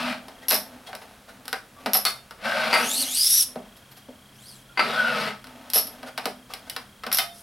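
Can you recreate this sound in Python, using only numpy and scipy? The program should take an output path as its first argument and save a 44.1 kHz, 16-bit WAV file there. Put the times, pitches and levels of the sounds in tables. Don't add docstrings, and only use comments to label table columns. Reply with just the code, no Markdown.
import sys
import numpy as np
from scipy import signal
from scipy.fft import rfft, irfft
from scipy.io import wavfile
from scipy.ndimage import uniform_filter1d

SR = 44100
rng = np.random.default_rng(int(sys.argv[2]) if len(sys.argv) > 2 else 0)


def transcribe(signal):
    frames = np.atleast_2d(signal).T
    limited = np.clip(frames, -1, 1)
    pcm = np.round(limited * 32767).astype(np.int16)
    wavfile.write(sys.argv[1], SR, pcm)


N = 327222
TIME = np.arange(N) / SR
HZ = np.fft.rfftfreq(8192, 1 / SR)


# start in seconds, relative level, weight and brightness in dB,
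# ring of the struck part in Hz, rattle in dB.
KNOCKS = [(0.283, -40.5, 10, -1, 700, -3), (0.51, -11, -5, 5.5, 626, -14), (0.93, -30, -3.5, -18, 600, 3),
          (0.951, -36.5, -4, 6, 630, -16), (1.455, -46, 1, 9, 886, -14), (1.48, -34.5, -4, 9, 1450, -19),
          (1.529, -21.5, -4, -2, 1580, -30), (1.86, -19, 1.5, -9, 668, 14), (1.95, -19, -6, -17, 740, 7),
          (2.052, -13.5, -14, 9, 1250, -9), (2.309, -37, -1, -3, 1390, -8),
          (3.557, -39.5, 22.5, -11, 585, -2), (4.086, -55, 27.5, -13, 550, -7),
          (5.442, -40, -9, -2, 1400, 0), (5.47, -43, -5, 0, 1310, -7), (5.701, -40, -21, 18.5, 584, -15),
          (5.758, -23.5, 3, -16, 620, -4), (6.03, -32.5, -0.5, -11, 636, 3),
          (6.085, -38.5, 2.5, -11, 619, -12), (6.177, -21, -7, -6, 865, 16), (6.256, -24, 8, 2, 736, 0),
          (6.537, -28.5, -14.5, 3, 655, -15), (6.698, -31, -31, 11.5, 630, -26),
          (6.764, -24.5, -11, -2.5, 1040, -28), (7.036, -28, -8, -11, 1310, 13),
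          (7.0654, -25, 1, -9, 1300, 4), (7.116, -20, -29, -4.5, 1370, 9),
          (7.1855, -14.5, -17.5, 5.5, 748, 3)]
# centre and width in Hz, gain in dB.
FRAME_MODES = [(205.4, 16.4, 14.5), (261, 57, 11.5), (330, 35, -13), (458, 62, 7.5), (632, 47, 6.5),
               (755, 36, 8), (1305, 330, 3.5), (5400, 1500, 9.5), (6560, 2300, -13), (10800, 2300, 6.5)]
# frequency in Hz, gain in dB.
KNOCK_ROLLOFF = [(40, -34), (110, -31.5), (190, -9.5), (1000, -6.5), (12500, -9), (16000, -16)]
KNOCK_TONE = [(245, 2), (630, 8), (1670, 3.5), (4400, 5.5), (10600, -4.5)]
# frequency in Hz, share of the
WEIGHT_BASS = [(245, 1), (630, 0.69), (1670, 0.079)]
HARDNESS_TREBLE = [(1670, 0), (4400, 0.56), (10600, 0.94)]

def knocks(level_db=3, ring_db=7, ring_width_share=0.2, flex_db=-1):
    out = np.zeros(N)
    frame_db = humps(FRAME_MODES) + read(KNOCK_ROLLOFF) + read(KNOCK_TONE)
    crack_db = read([(400, -18), (1500, -3), (3500, -2.5)])
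    slow_db = read([(900, -0.5), (2200, -1), (6000, -26.5)]) + flex_db
    for start, db, weight_db, bright_db, ring_hz, rattle_db in KNOCKS:
        part_db = humps([(ring_hz, ring_hz * ring_width_share, ring_db)])
        tone_db = frame_db + part_db + weight_db * read(WEIGHT_BASS) + bright_db * read(HARDNESS_TREBLE)
        crack = colour(blow(crack_s=0.0019, rattle_db=rattle_db - 3.5, rattle_s=0.0054),
                       tone_db + crack_db)
        flex = colour(blow(crack_s=0.017, rattle_db=-18, rattle_s=0.026), tone_db + slow_db)
        add(out, start, gain_of(db + level_db) * (crack + flex))
    return out


# start and first gap in seconds, number of contacts, level and
# change per contact in dB, lower and upper ring in Hz.
OPENINGS = [(0.484, 0.009, 5, -24, 0.75, 5310, 11660), (1.9339, 0.0087, 4, -19, -2, 5380, 11600),
            (5.735, .0105, 4, -20.5, 0.5, 5310, 11820), (5.87, .01, 1, -38.5, 0, 5300, 11900),
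            (7.1273, 0.019, 3, -21, -2, 5660, 12000)]
# frequency in Hz, gain in dB.
JAW_SPECTRUM = [(200, -30), (600, 7.5), (2000, 4.5), (4000, 11), (5800, 11.5), (7000, -1.5), (9000, 7),
                (11000, 17.5), (12700, 10), (14000, 2), (16000, -25)]

def clamps(gap_growth=1.35, pitch_scatter=0.034):
    out = np.zeros(N)
    for start, gap_s, count, db, step_db, lower_hz, upper_hz in OPENINGS:
        detunings = 1 + pitch_scatter * rng.standard_normal((round(count), 2))
        for k, (low, high) in enumerate(detunings):
            rings_db = humps([(low * lower_hz, 400, 13), (high * upper_hz, 750, 14)])
            tone_db = unit_power(read(JAW_SPECTRUM) + rings_db)
            contact = colour(blow(crack_s=0.00044, rattle_db=-9.5, rattle_s=0.009), tone_db)
            delay = gap_s * np.sum(gap_growth ** np.arange(k))
            add(out, start + delay, gain_of(db + k * step_db) * contact)
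    return out


# start in seconds, excitation in dB at 700, 2100, 3600 and 4400 Hz.
LOCKS = [(2.054, -42, -25, -28, -20.5), (7.1865, -32, -28, -25, -37)]
# frequency in Hz, gain in dB, 60 dB decay time in seconds.
BASE_MODES = [(689, 0, .44), (1268, -3, .27), (2100, -8, .28), (2530, -3, .2), (3618, 0, .2),
              (4398, 0, .21)]

def locks():
    out, t = np.zeros(N), np.arange(SR // 2) / SR
    for start, *strike_db in LOCKS:
        for hz, db, t60 in BASE_MODES:
            excitation_db = read(np.c_[[700, 2100, 3600, 4400], strike_db], hz)
            mode = np.sin(2 * np.pi * (hz * t + rng.random()))
            add(out, start, gain_of(db + excitation_db) * ring_down(t, t60, rise_s=0.00053) * mode)
    return out


# times of start, top speed and switch-off in seconds, level in dB, swell in
# dB/s, whine and boom in dB, top mesh rate in Hz, the head's whirr in Hz, its glide in octaves/s.
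MOTOR_RUNS = [(0, 0.5, 0.12, -27, -22, -2.5, -13, 484, 2626, -1),
              (2.455, 2.5, 2.845, -27.5, 4.5, 2.5, -15, 578, 2150, .8),
              (4.819, 5, 5.28, -29.5, 2.5, 9, -11, 543, 4200, -2.2)]
# frequency in Hz, gain in dB.
HOUSING_SPECTRUM = [(180, -66), (300, -18), (405, -20), (462, -15), (624, -0.5), (762, -4.5), (915, -6.5),
                    (1120, -4), (1460, -0.5), (1750, -4.5), (4090, -10), (4750, -6.5), (6620, -27.5),
                    (10700, -24.5), (16000, -38)]
# centre and width in Hz, gain in dB.
HOUSING_MODES = [(704, 120, 0.5), (880, 70, 6), (1300, 73, 4.5), (2680, 67, 2), (4700, 700, -5.5)]
# multiple of the mesh rate, width in Hz, level in dB.
GEAR_ORDERS = [(1, 47, -12.5), (1.22, 60, -32.5)]

def motor(spin_up_hz_per_s=900, sag_hz_per_s=340, whine_ratio=2.8, whine_db_per_octave=71):
    runs = np.array(MOTOR_RUNS)
    nearest = np.argmin(abs(TIME[:, None] - runs[:, 1]), axis=1)
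    on, top, off, db, swell_db_per_s, whine_db, boom_db, top_hz, head_hz, glide = runs[nearest].T
    elapsed = np.clip(TIME, on, off) - on
    slowed_hz = spin_up_hz_per_s * np.maximum(top - TIME, 0) + sag_hz_per_s * np.maximum(TIME - top, 0)
    mesh_hz = np.maximum(top_hz - slowed_hz, top_hz / 2)
    housing_db = read(HOUSING_SPECTRUM) + humps(HOUSING_MODES)
    grind = gain_of(-2) * unit_rms(colour(grit(per_s=4000, spread_db=3), housing_db))
    gears = sum(gain_of(order_db) * narrow_noise(k * mesh_hz, width)
                for k, width, order_db in GEAR_ORDERS)
    head = gain_of(-12) * narrow_noise(head_hz * 2 ** (glide * elapsed), width_hz=470)
    boom = gain_of(boom_db) * narrow_noise(216, width_hz=50)
    sing = gain_of(-10) * narrow_noise(629, width_hz=60)
    speed_db = whine_db_per_octave * np.log2(mesh_hz / top_hz)
    whine = gain_of(whine_db - 4 + speed_db) * narrow_noise(mesh_hz * whine_ratio, width_hz=128)
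    running = held(on, off, rise_db_per_s=422, fall_db_per_s=257)
    level = gain_of(db + swell_db_per_s * elapsed)
    return running * level * (grind + gears + head + boom + sing + whine)


# start in seconds, level and treble in dB.
GRIPPER_HITS = [(2.729, -17.5, 1.5), (2.74, -18.5, 8), (2.754, -20.5, -3), (2.773, -30.5, 15),
                (4.774, -23.5, -8), (4.793, -16, -7.5), (4.802, -25.5, -8), (4.809, -36.5, 5)]
# centre and width in Hz, gain in dB.
GRIPPER_MODES = [(623, 20, 4), (1005, 230, 7), (1319, 72, 15.5), (1560, 72, 6.5), (2060, 140, 10.5),
                 (2400, 230, 7), (4673, 520, 23.5), (8800, 100, 18), (11200, 130, 17.5)]
# frequency in Hz, gain in dB.
GRIPPER_SPECTRUM = [(60, -49), (140, -52), (230, -1), (330, -3), (900, 3), (2700, 1.5), (3600, -8.5),
                    (5500, -15), (7000, -20.5), (11000, -19), (16000, -32)]

def gripper():
    out = np.zeros(N)
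    body_db = unit_power(read(GRIPPER_SPECTRUM) + humps(GRIPPER_MODES))
    for start, db, treble_db in GRIPPER_HITS:
        tone_db = body_db + read([(3000, 0), (8000, treble_db)])
        add(out, start, gain_of(db) * colour(blow(crack_s=0.01, rattle_db=24, rattle_s=0.01), tone_db))
    return out


# level and relative zip level in dB at the reference pitch, then the
# pitch, which follows the hand's speed, as points of time in seconds and frequency in Hz.
PULLS = [(-20.5, -4.5, [(2.8, 2656), (2.9, 3413), (3.0, 4525), (3.025, 4464), (3.05, 2858), (3.13, 3600),
         (3.175, 4683), (3.27, 5347), (3.385, 5720), (3.432, 5130)]), (-46.5, -4, [(4.35, 2510),
         (4.49, 4980), (4.62, 2930)]), (-47.5, -10, [(7.35, 5240), (7.42, 4850)])]
# multiple of the pitch, width in Hz, level in dB.
ZIP_PARTIALS = [(.68, 600, -13), (1, 400, 0), (2, 700, -1), (3, 900, -17)]
# frequency in Hz, gain in dB.
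RASP_SPECTRUM = [(150, -23), (600, -28), (1500, -14), (2500, -7.5), (4500, 2), (6000, 5), (7200, -4),
                 (9000, 7), (11500, 8), (13000, 0), (16000, -13)]

def string(reference_hz=5060, pull_db_per_octave=14, zip_db_per_octave=4, slip_share=0.017):
    pitch_points = [point for *_, curve in PULLS for point in curve]
    pitch_hz = np.interp(TIME, *np.transpose(pitch_points))
    octaves = np.log2(pitch_hz / reference_hz)
    zip_hz = pitch_hz * (1 + slip_share * wander(samples=200))
    tone = sum(gain_of(db) * flutter(spread_db=2.2, samples=600) * narrow_noise(k * zip_hz, width)
               for k, width, db in ZIP_PARTIALS)
    rasp = gain_of(-4) * unit_rms(colour(grit(per_s=12000, spread_db=3), read(RASP_SPECTRUM)))
    out = np.zeros(N)
    for db, zip_db, curve in PULLS:
        pulling = held(curve[0][0], curve[-1][0], rise_db_per_s=500, fall_db_per_s=1200)
        out += gain_of(db) * pulling * (rasp + gain_of(zip_db + zip_db_per_octave * octaves) * tone)
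    judder = flutter(spread_db=1.5, samples=90)
    return out * gain_of(pull_db_per_octave * octaves) * judder


# start in seconds, level in dB, frequency in Hz, 60 dB decay time in seconds.
PINGS = [(.868, -50, 3400, 0.15), (1.29, -47, 1388, 0.14), (1.529, -31, 4950, .06),
         (1.764, -45, 1154, 0.33), (1.869, -30.5, 218, 0.18), (2.311, -40.5, 1390, 0.11),
         (3.563, -34, 185, 0.16), (4.695, -41, 1394, .15), (5.778, -29, 4420, 0.14), (6.18, -32, 893, .07),
         (6.26, -31, 735, 0.11), (6.262, -41, 249.6, 0.41), (6.538, -37, 4370, 0.034),
         (6.697, -29, 3000, 0.044), (6.765, -34, 4900, 0.072), (7.185, -18, 3080, 0.094)]

def pings():
    out, t = np.zeros(N), np.arange(SR // 2) / SR
    for start, db, hz, t60 in PINGS:
        add(out, start, gain_of(db) * ring_down(t, t60, rise_s=0.004) * np.sin(2 * np.pi * hz * t))
    return out


# start and end in seconds, relative rub and
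# drone levels in dB.
RUMBLES = [(0.217, .45, -51.5, -55), (0.546, 0.77, -49.5, -49.5), (.9, 1.14, -51, -60),
           (1.33, 1.49, -55, -54.5), (1.8, 1.86, -50, -48.5), (1.91, 2.11, -46, -72),
           (2.865, 3.068, -41, -41.5), (3.443, 3.67, -52.5, -56.5), (5.505, 6.044, -48.5, -49),
           (6.247, 6.4, -72, -55), (6.59, 6.797, -53.5, -54.5)]
# frequency in Hz, gain in dB.
RUB_SPECTRUM = [(100, -43), (400, 1), (650, 11.5), (950, 2), (1500, 1.5), (3000, -4), (5000, -6),
                (7500, -17), (11000, -13), (16000, -24)]

def rub_and_drone():
    tone_db = read(RUB_SPECTRUM) + humps(HOUSING_MODES)
    rub = gain_of(-2) * unit_rms(colour(grit(per_s=900, spread_db=1), tone_db))
    drone = gain_of(-3) * narrow_noise(259.7, width_hz=38)
    out = np.zeros(N)
    for on, off, rub_db, drone_db in RUMBLES:
        envelope = held(on, off, rise_db_per_s=168, fall_db_per_s=143)
        out += envelope * (gain_of(rub_db) * rub + gain_of(drone_db) * drone)
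    return out


# start in seconds, level in dB,
# length in seconds, resonance in Hz.
SCUFFS = [(0.419, -45.5, 0.034, 1900), (0.862, -39.5, 0.028, 3350), (0.883, -41, .031, 770),
          (1.008, -43, .04, 980), (1.274, -45, 0.05, 1380), (3.763, -49, 0.022, 11500),
          (3.908, -49, 0.029, 11900), (3.962, -47.5, 0.033, 11800), (5.19, -37.5, 0.054, 4640),
          (6.057, -39.5, 0.048, 1440), (6.164, -50, 0.038, 880), (6.236, -37, 0.02, 694),
          (6.49, -41.5, 0.054, 1178), (6.662, -46.5, 0.034, 1500)]

def scuffs(width_share=0.096, resonance_db=14, bright_db_per_octave=3):
    out, t = np.zeros(N), np.arange(SR // 4) / SR
    for start, db, length, hz in SCUFFS:
        tilt_db = read([(1000, 0), (6000, bright_db_per_octave * np.log2(hz / 800))])
        tone_db = read(RUB_SPECTRUM) + humps([(hz, hz * width_share, resonance_db)]) + tilt_db
        stroke = np.sin(np.pi * np.minimum(t / length, 1) ** 0.76) ** 2
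        add(out, start, gain_of(db) * stroke * unit_rms(colour(rng.standard_normal(len(t)), tone_db)))
    return out


# frequency in Hz, reverberation time in seconds.
ROOM_T60 = [(150, 0.42), (600, 0.29), (2000, 0.25), (5000, 0.25), (11000, 0.25), (16000, 0.19)]

def room(x, echoes_per_s=4000, build_s=0.00077):
    echoes = rng.choice([-1., 1.], SR // 2) * (rng.random(SR // 2) < echoes_per_s / SR)
    hz, t, bands = signal.stft(echoes, SR, nperseg=256)
    decay = np.exp(-np.log(1000) * t / read(ROOM_T60, hz)[:, None])
    tail = signal.istft(bands * decay, SR, nperseg=256)[1]
    tail *= 1 - np.exp(-(np.arange(len(tail)) / SR / build_s) ** 2)
    return signal.oaconvolve(x, tail / np.linalg.norm(tail))[:N]


# frequency in Hz, gain in dB.
HUSH_SPECTRUM = [(15, -22), (25, -4), (123, 0), (161, -4), (206, 2.5), (344, -7.5), (624, -6), (840, -9),
                 (1480, -7.5), (1890, -11), (3250, -13), (6740, -19.5), (10700, -17.5), (14800, -24.5),
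                 (16000, -21)]
# centre and width in Hz, level in dB.
HUMS = [(43.3, 6.8, -71), (131, 3, -64.5), (201, 3, -67)]
# time in seconds, level in dB.
CHIRP_LEVELS = [(0, -71), (.5, -57), (1, -97), (2.3, -78), (3.5, -62.5), (7.4, -63)]

def background(hush_db=-53, chirp_hz=3245, chirps_per_s=29.97):
    hush = gain_of(hush_db) * unit_rms(colour(rng.standard_normal(N), read(HUSH_SPECTRUM)))
    hum = sum(gain_of(db) * narrow_noise(hz, width) for hz, width, db in HUMS)
    pulses = np.cos(np.pi * chirps_per_s * (TIME - 3.893)) ** 10
    phase_jitter = 0.5 * narrow_noise(23.6, width_hz=280)
    chirp = unit_rms(pulses * np.sin(2 * np.pi * chirp_hz * TIME + phase_jitter))
    return hush + hum + gain_of(np.interp(TIME, *np.transpose(CHIRP_LEVELS))) * chirp


def gain_of(db):
    return 10 ** (np.asarray(db) / 20)


def unit_rms(x):
    return x / np.sqrt(np.mean(x ** 2) + 1e-20)


def unit_power(db):
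    return db - 10 * np.log10(np.mean(gain_of(db) ** 2))


def read(points, hz=HZ):
    f, value = np.transpose(points)
    return np.interp(np.log(hz + 1), np.log(f + 1), value)


def humps(modes):
    return sum(db / (1 + (2 * (HZ - hz) / width) ** 2) for hz, width, db in modes)


def add(mix, start, sound):
    part = mix[max(round(start * SR), 0):][:len(sound)]
    part += sound[:len(part)]


def colour(x, db):
    log_gain = np.log(gain_of(np.r_[db, db[-2:0:-1]]))
    response = irfft(np.exp(signal.hilbert(log_gain).conj())[:len(HZ)])
    return signal.oaconvolve(x, response[:len(HZ)])[:len(x)]


def narrow_noise(hz, width_hz):
    pole = np.exp(-np.pi * width_hz / SR)
    noise = rng.standard_normal(N) + 1j * rng.standard_normal(N)
    slow = signal.lfilter([1], np.poly([pole, pole]), noise)
    carrier = np.exp(2j * np.pi * np.cumsum(hz * np.ones(N)) / SR)
    return unit_rms((slow * carrier).real)


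def grit(per_s, spread_db):
    size = gain_of(spread_db * np.minimum(rng.exponential(1, N), 4))
    return unit_rms(size * rng.choice([-1, 1], N) * (rng.random(N) < per_s / SR))


def blow(crack_s, rattle_db, rattle_s):
    t = np.arange(SR // 3) / SR
    envelope = np.exp(-t / crack_s) + gain_of(rattle_db) * np.exp(-t / rattle_s)
    spectrum = rfft(rng.standard_normal(len(t)) * envelope)
    spectrum /= np.sqrt(uniform_filter1d(abs(spectrum) ** 2, size=120))
    force = irfft(spectrum, len(t)) * (t < t[-1] / 2)
    return force * np.sqrt(SR / 50 / np.sum(force ** 2))


def wander(samples):
    return unit_rms(uniform_filter1d(rng.standard_normal(N), size=samples))


def flutter(spread_db, samples):
    return unit_rms(gain_of(spread_db * wander(samples)))


def ring_down(t, t60, rise_s):
    return (1 - np.exp(-t / rise_s)) * np.exp(-np.log(1000) * t / t60)


def held(on, off, rise_db_per_s, fall_db_per_s):
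    return gain_of(-rise_db_per_s * np.maximum(on - TIME, 0) - fall_db_per_s * np.maximum(TIME - off, 0))


# frequency in Hz, gain of the side signal in dB.
SIDE_SPECTRUM = [(60, -24), (180, -26), (350, -17), (700, -11), (1400, -7), (4000, -7), (9000, -12),
                 (14000, -18)]

def scene(drive_left=0.39, rest_left=0.13):
    knocked = knocks()
    metal = scuffs() + pings() + clamps() + locks()
    drive = motor() + gripper()
    rubs = string() + rub_and_drone()
    to_room = gain_of(-5) * (knocked + drive) + gain_of(-3) * metal + gain_of(-8) * rubs
    mid = knocked + metal + drive + rubs + room(to_room) + background()
    off_centre = drive_left * drive + rest_left * (knocked + metal + rubs)
    side = colour(room(to_room) + gain_of(-5) * background() + off_centre, read(SIDE_SPECTRUM))
    return np.array([mid + side, mid - side])


def record(dry, ceiling_db=-7, recover_db_per_s=600, cutoff_hz=16200):
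    over_db = np.maximum(20 * np.log10(abs(dry).max(0) + 1e-9) - ceiling_db, 0)
    recovery_db = TIME * recover_db_per_s
    reduction_db = np.maximum.accumulate(over_db + recovery_db) - recovery_db
    limited = dry / gain_of(uniform_filter1d(reduction_db, size=9))
    low_pass = signal.firwin(511, cutoff_hz, window=("kaiser", 9), fs=SR)
    return signal.oaconvolve(limited, low_pass[None], "same")


dry = scene()
out = record(dry)
transcribe(out)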